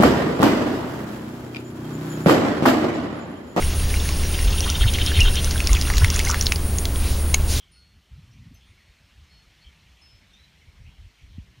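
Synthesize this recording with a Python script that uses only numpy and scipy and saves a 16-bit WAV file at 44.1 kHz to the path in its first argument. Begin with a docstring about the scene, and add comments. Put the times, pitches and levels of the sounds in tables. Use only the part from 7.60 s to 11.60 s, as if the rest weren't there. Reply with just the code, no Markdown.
"""An open lawn, with a light wind buffeting the camera microphone in rumbles, eddies and one hard slap.
Leaves hiss in the trees behind, swelling with the breeze. Birds call from the tree line, most of them
far off and blurred by the wood, a few nearer. Now and then a piece of metal, perhaps a chime or a
rubbing pivot, sings a thin high tone."""
import sys
import numpy as np
from scipy import signal
from scipy.fft import rfft, irfft
from scipy.io import wavfile
from scipy.ndimage import uniform_filter1d

SR = 44100
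rng = np.random.default_rng(int(sys.argv[2]) if len(sys.argv) > 2 else 0)


def generate_wav(sig):
    """Save sig (samples, or channels by samples) to the path in sys.argv[1] as 16-bit PCM at SR."""
    pcm = np.round(np.clip(np.atleast_2d(sig).T, -1, 1) * 32767).astype(np.int16)
    wavfile.write(sys.argv[1], SR, pcm)


N = 176400
MIC_LOW_HZ, MIC_HIGH_HZ = 39, 315  # band in which the microphone feels the wind
TOP_HZ = 15350


def amp(db):
    """Decibels to gain."""
    return 10 ** (np.asarray(db) / 20)


def unit(x):
    """Scales to rms 1."""
    return x / np.sqrt(np.mean(x ** 2) + 1e-30)


def at_hz(points, hz):
    """Reads a table on a log-frequency axis."""
    f, value = np.transpose(points)
    return np.interp(np.log(hz + 1), np.log(f + 1), value)


def add(mix, start_s, sound):
    """Mixes a sound in at a time."""
    part = mix[max(round(start_s * SR), 0):][:len(sound)]
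    part += sound[:len(part)]


def drift(rate_hz):
    """One second of smooth random wander."""
    lowpass = np.exp(-(np.arange(SR // 2 + 1) / rate_hz) ** 2)
    return unit(irfft(rfft(rng.standard_normal(SR)) * lowpass))


def echo(x, t60_s):
    """Diffuse return from the trees and the barn."""
    t = np.arange(SR) / SR
    tail = rng.standard_normal(SR) * np.minimum(t / .02, 1) * 1000 ** (-t / t60_s)
    return signal.fftconvolve(x, tail / np.linalg.norm(tail))[:N]


# How much each band of wind or leaf noise moves. Each row: frequency in Hz, factor on patches and swell.
SWAY = [(300, .6), (2500, 1.07), (6000, 0.7), (12000, .3)]
def patchy_noise(spectrum, patch_db, frame, smooth, swell_db=np.zeros_like):
    """Coloured noise with louder and softer patches drifting through it, and an optional swell."""
    hz = np.fft.rfftfreq(frame, 1 / SR)
    t = np.arange(N * 4 // frame + 5) * frame / 4 / SR
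    real, imag, patches = rng.standard_normal((3, len(t), len(hz)))
    patches = unit(uniform_filter1d(uniform_filter1d(patches, smooth, 0), smooth, 1))
    sway_db = (patch_db * patches + swell_db(t)[:, None]) * at_hz(SWAY, hz)
    bins = (real + 1j * imag) * amp(at_hz(spectrum, hz) + sway_db)
    return unit(signal.istft(bins.T, nperseg=frame, noverlap=frame - frame // 4)[1][:N])


# The colour of wind right on the microphone. Each row: frequency in Hz, relative level in dB.
RUMBLE_SPECTRUM = [(15, -50), (30, -23), (45, -1), (65, 3.5), (110, -6.5), (190, -9.5), (280, -20.5),
                   (400, -28), (800, -59), (2000, -86)]
# The wind's strength at the microphone. Each row: time in seconds, gain in dB.
WIND_STRENGTH = [(0, 0), (.38, -0.5), (.44, -10), (.55, 3.5), (.95, 1.5), (1.15, -1), (1.22, -7), (1.3, -1),
                 (1.37, -8), (1.45, -3), (1.8, 1.5), (1.95, -5), (2.15, 2), (2.29, -1), (2.36, -7),
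                 (2.5, -1), (2.8, 0.5), (3.0, 0), (3.28, 3.5), (3.5, -1), (3.56, -12), (3.65, 3.5),
                 (3.81, 5), (3.85, 0), (4, 4.5)]
def wind_rumble():
    """Air flowing over the microphone rumbles, rising and falling with the wind."""
    strength_db = np.interp(np.arange(N) / SR, *np.transpose(WIND_STRENGTH))
    return amp(-57.5 + strength_db) * patchy_noise(RUMBLE_SPECTRUM, patch_db=3.5, frame=4096, smooth=4)


# The breeze over in the trees. Each row: time in seconds, relative strength in dB.
TREE_BREEZE = [(0, -2.5), (.38, -4.5), (.6, -1.25), (.95, -0.8), (1.25, -0.5), (2.05, 1.5), (2.7, 0.8),
               (3.3, 0), (4, -0.45)]
def breeze_db(t):
    """The slow swell that the leaves and the far chorus follow."""
    return np.interp(t, *np.transpose(TREE_BREEZE))


# Leaves and distant air, heard from the lawn. Each row: frequency in Hz, relative level in dB.
LEAF_SPECTRUM = [(30, -22), (250, -2.5), (500, -4.5), (800, -5), (1550, -4.5), (2100, -1), (2550, -2.5),
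                 (3000, -1), (3800, -4.5), (4300, -3.5), (4850, -9), (5350, -6.5), (6800, -12),
                 (7700, -15.5), (9500, -16.5), (10400, -22), (11400, -20), (15000, -23)]
def leaves():
    """Distant foliage hisses and swells with the breeze."""
    hiss = patchy_noise(LEAF_SPECTRUM, patch_db=2, frame=1024, smooth=7,
                        swell_db=lambda t: .92 * breeze_db(t))
    return amp(-62.5) * hiss


def chirp(length_s, from_hz, to_hz, db, rough):
    """One bird note: a gliding whistle whose pitch and level flutter."""
    n = int(np.clip(length_s * SR, 2, SR))
    jitter_hz = rough * 260.6 * drift(298)[:n]
    hz = np.linspace(from_hz, to_hz, n) + jitter_hz
    flutter = unit(amp(4.5 * drift(110)[:n]))
    return amp(db) * flutter * signal.windows.tukey(n, .5) * np.sin(2 * np.pi * np.cumsum(hz) / SR)


def far_chorus(count, low_hz=1953, high_hz=3400):
    """Many birds far from the microphone, blurred by the wood."""
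    out = np.zeros(N)
    for k, (when, pitch, length, glide, loud) in enumerate(rng.random((count, 5))):
        from_hz = low_hz * (high_hz / low_hz) ** pitch
        to_hz = from_hz * (1 + .122 * (2 * glide - 1))
        note = chirp(.0251 * (.5 + length), from_hz, to_hz, db=4 * (2 * loud - 1), rough=.892)
        add(out, (k + when) / count * N / SR, note)
    return amp(-69 + breeze_db(np.arange(N) / SR)) * unit(.7 * out + echo(out, t60_s=.33))


# The nearer birds along the tree line. Each row: start in seconds, length in seconds,
# first and last pitch in Hz, direct level in dB, roughness from 0 to 1.
NEAR_NOTES = [(.003, .011, 3400, 3250, -52, .6), (.021, 0.025, 3193, 3400, -56, .6),
              (0.069, .027, 3260, 3050, -67, .5), (0.698, .04, 5200, 5900, -67, .5),
              (.722, .022, 5750, 5950, -69, .6), (1.0, .06, 3300, 3520, -61, .6),
              (1.065, .03, 3550, 3400, -64, .6), (1.168, 0.049, 2250, 2020, -62.5, .2),
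              (2.01, .028, 4400, 4280, -60, .6), (2.042, .011, 3230, 3100, -54, .25),
              (2.059, .015, 3144, 3160, -49, 0.18), (2.076, .012, 3200, 3200, -59, .3),
              (2.728, .04, 3607, 3635, -57, 0.06), (2.733, .024, 5550, 6100, -61, .5),
              (2.765, 0.027, 3730, 3970, -60, .25), (2.788, 0.037, 3950, 3950, -59, 0.1),
              (2.829, .026, 3960, 3980, -58, .18), (3.013, 0.032, 2144, 2070, -60, 0.23)]
def near_birds():
    """The nearer calls, scattered by the foliage and trailing off into the wood."""
    out = np.zeros(N)
    for start, *note in NEAR_NOTES:
        add(out, start, chirp(*note))
    foliage = amp(-5) * echo(out, t60_s=.07)
    wood = amp(-8.5) * echo(out, t60_s=.55)
    return out + foliage + wood


# The metal's modes. Each row: frequency in Hz, level offset in dB when another mode leads.
METAL_MODES = [(1436.5, -7), (2891, -14), (4236, 0), (4330, 0), (4576, -2), (5214, -14), (6159, -17),
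               (9238, -15), (9569, -19), (10341, -22), (12619, -32)]
# Its tones, faint at the microphone. Each row: start, length and rise in seconds, leading mode in Hz,
# its level in dB, base level of the other modes in dB, fade in dB per second.
METAL_TONES = [(.115, .075, .004, 9569, -60, -76, 135), (.118, .065, .006, 5214, -67, -95, 60),
               (.114, .25, .065, 4330, -54.7, -61.2, 62), (.941, .012, .004, 12619, -63, -90, 400),
               (.943, .028, .005, 6159, -58.5, -78, 120), (.947, .03, .012, 5214, -66, -95, 60),
               (1.054, .055, .006, 9569, -71, -95, 20), (1.14, .23, .05, 4330, -73.5, -90, 5),
               (1.66, .13, .05, 5214, -68, -85, 15), (1.692, .13, .025, 4330, -60, -82, 10),
               (2.413, .17, .008, 5214, -53.5, -71, 50), (2.412, .1, .005, 9569, -71, -95, 100)]
def singing_metal(release_db_per_s=400, waver_db=1):
    """One mode leads, the others ring along; all are damped as the tone ends, leaving a duller echo."""
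    out, t = np.zeros(N), np.arange(SR) / SR
    mode_hz, mode_db = np.transpose(METAL_MODES)
    for start, length, rise, lead_hz, lead_db, others_db, fade in METAL_TONES:
        levels = others_db + mode_db
        levels[np.argmin(abs(mode_hz - lead_hz))] = lead_db
        ring = sum(amp(db + waver_db * drift(25)) * np.sin(2 * np.pi * (hz * t + rng.random()))
                   for hz, db in zip(mode_hz, levels))
        decay = amp(-fade * t - release_db_per_s * np.maximum(t - length, 0))
        add(out, start, ring * np.minimum(t / rise, 1) * decay)
    dulled = signal.lfilter(*signal.butter(1, 6000, fs=SR), out)
    return out + amp(-12) * echo(dulled, t60_s=.7)


# Eddies right on the microphone. Each row: centre and length in seconds, level in dB, pitch in Hz.
MIC_EDDIES = [(.365, .09, -50, 59), (.532, .06, -38.5, 66.3), (0.566, 0.049, -46.5, 79),
              (0.589, 0.034, -43, 104), (.635, 0.083, -47.5, 72), (.70, .11, -49.5, 78),
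              (.80, .22, -55, 150), (0.812, .07, -45, 88), (.87, .045, -44, 145), (.885, .13, -50, 90),
              (.92, .028, -45.5, 190), (0.949, 0.044, -50, 68), (1.101, .06, -50.5, 59),
              (1.16, 0.038, -55.5, 79), (1.301, .065, -50, 59), (1.414, 0.041, -56.5, 140),
              (1.605, .12, -47, 55), (1.88, 0.038, -52.5, 65), (2.076, 0.075, -46.5, 50),
              (2.26, .05, -53.5, 70), (2.56, .05, -53, 75), (3.088, 0.049, -45.5, 72),
              (3.214, 0.041, -39, 72.5), (3.255, .07, -44.5, 60), (3.287, 0.047, -39, 68),
              (3.41, .08, -41, 54.3), (3.46, .075, -42.5, 58.5), (3.635, 0.05, -41, 66),
              (3.669, 0.039, -44.5, 85), (3.71, .08, -49.5, 64), (3.79, 0.13, -40.5, 62),
              (3.99, .057, -49, 80)]
def wind_eddies(half_width_octaves=.77, skirt_db_per_octave=33):
    """Each swirl of air shakes the microphone for a few low cycles."""
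    out, f = np.zeros(N), np.arange(SR // 2 + 1) + 1.
    mic_band = 1 / np.sqrt((1 + (MIC_LOW_HZ / f) ** 10) * (1 + (f / MIC_HIGH_HZ) ** 20))
    for centre, length, db, hz in MIC_EDDIES:
        octaves_outside = abs(np.log2(f / hz)) - half_width_octaves
        hump = 1 / np.sqrt(1 + amp(2 * skirt_db_per_octave * octaves_outside))
        band = mic_band * (hump + amp(-24.5))  # every eddy also stirs the whole band a little
        swirl = signal.hilbert(irfft(rfft(rng.standard_normal(SR)) * band))
        even_swirl = irfft(rfft(swirl.real / abs(swirl)) * band)
        swell = np.hanning(int(length * SR))
        add(out, centre - length / 2, amp(db) * unit(even_swirl)[:len(swell)] * swell)
    return out


# Calls from deep in the trees. Each row: centre and length in seconds, pitch in Hz, level in dB.
DISTANT_CALLS = [(.74, .06, 2250, -67), (1.39, .09, 2250, -67), (3.275, .09, 2600, -61),
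                 (3.61, .08, 2350, -63), (3.79, 0.051, 2550, -63)]
def far_calls(blur_hz=520):
    """Short swells of birdsong stand out from the chorus, blurred to a rustle by the wood."""
    out, t = np.zeros(N), np.arange(SR) / SR
    for centre, length, hz, db in DISTANT_CALLS:
        wander = drift(blur_hz) + 1j * drift(blur_hz)
        rustle = unit((wander * np.exp(2j * np.pi * hz * t)).real)
        swell = np.hanning(int(length * SR))
        add(out, centre - length / 2, amp(db) * rustle[:len(swell)] * swell)
    return out


def metal_rasp(start_s, modes=16, rise_s=.004, decay_s=.019):
    """The metal catches with a bright rasp: many high modes chatter and die at once."""
    out, t = np.zeros(N), np.arange(SR) / SR
    mode_hz = rng.uniform(7560, TOP_HZ, modes)
    chatter = sum(amp(4 * drift(120)) * np.sin(2 * np.pi * hz * t) for hz in mode_hz)
    add(out, start_s, amp(-68) * unit(chatter) * np.minimum(t / rise_s, 1) * np.exp(-t / decay_s))
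    return out


def wind_slap(start_s):
    """One hard slap of air lands on the microphone as a low thump."""
    out = np.zeros(N)
    ring = signal.butter(3, [74, 239], btype="band", fs=SR, output="sos")
    soften = signal.butter(4, MIC_HIGH_HZ, fs=SR, output="sos")
    thump = signal.sosfilt(np.vstack([ring, soften]), signal.unit_impulse(SR))
    add(out, start_s, amp(-28.5) * thump / abs(thump).max())
    return out


def scene():
    """Wind on the microphone, leaves and birds beyond, and the metal, the same in both channels."""
    wind = wind_rumble() + wind_eddies() + wind_slap(start_s=3.78)
    tree_line = leaves() + far_chorus(count=130) + far_calls() + near_birds()
    mono = wind + tree_line + singing_metal() + metal_rasp(start_s=.941)
    return np.array([mono, mono])


def record(dry):
    """The camera cuts off the highest treble."""
    lowpass = signal.firwin(1023, TOP_HZ, window=("kaiser", 8), fs=SR)
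    return signal.oaconvolve(dry, lowpass[None], "same")


dry = scene()
out = record(dry)
generate_wav(out)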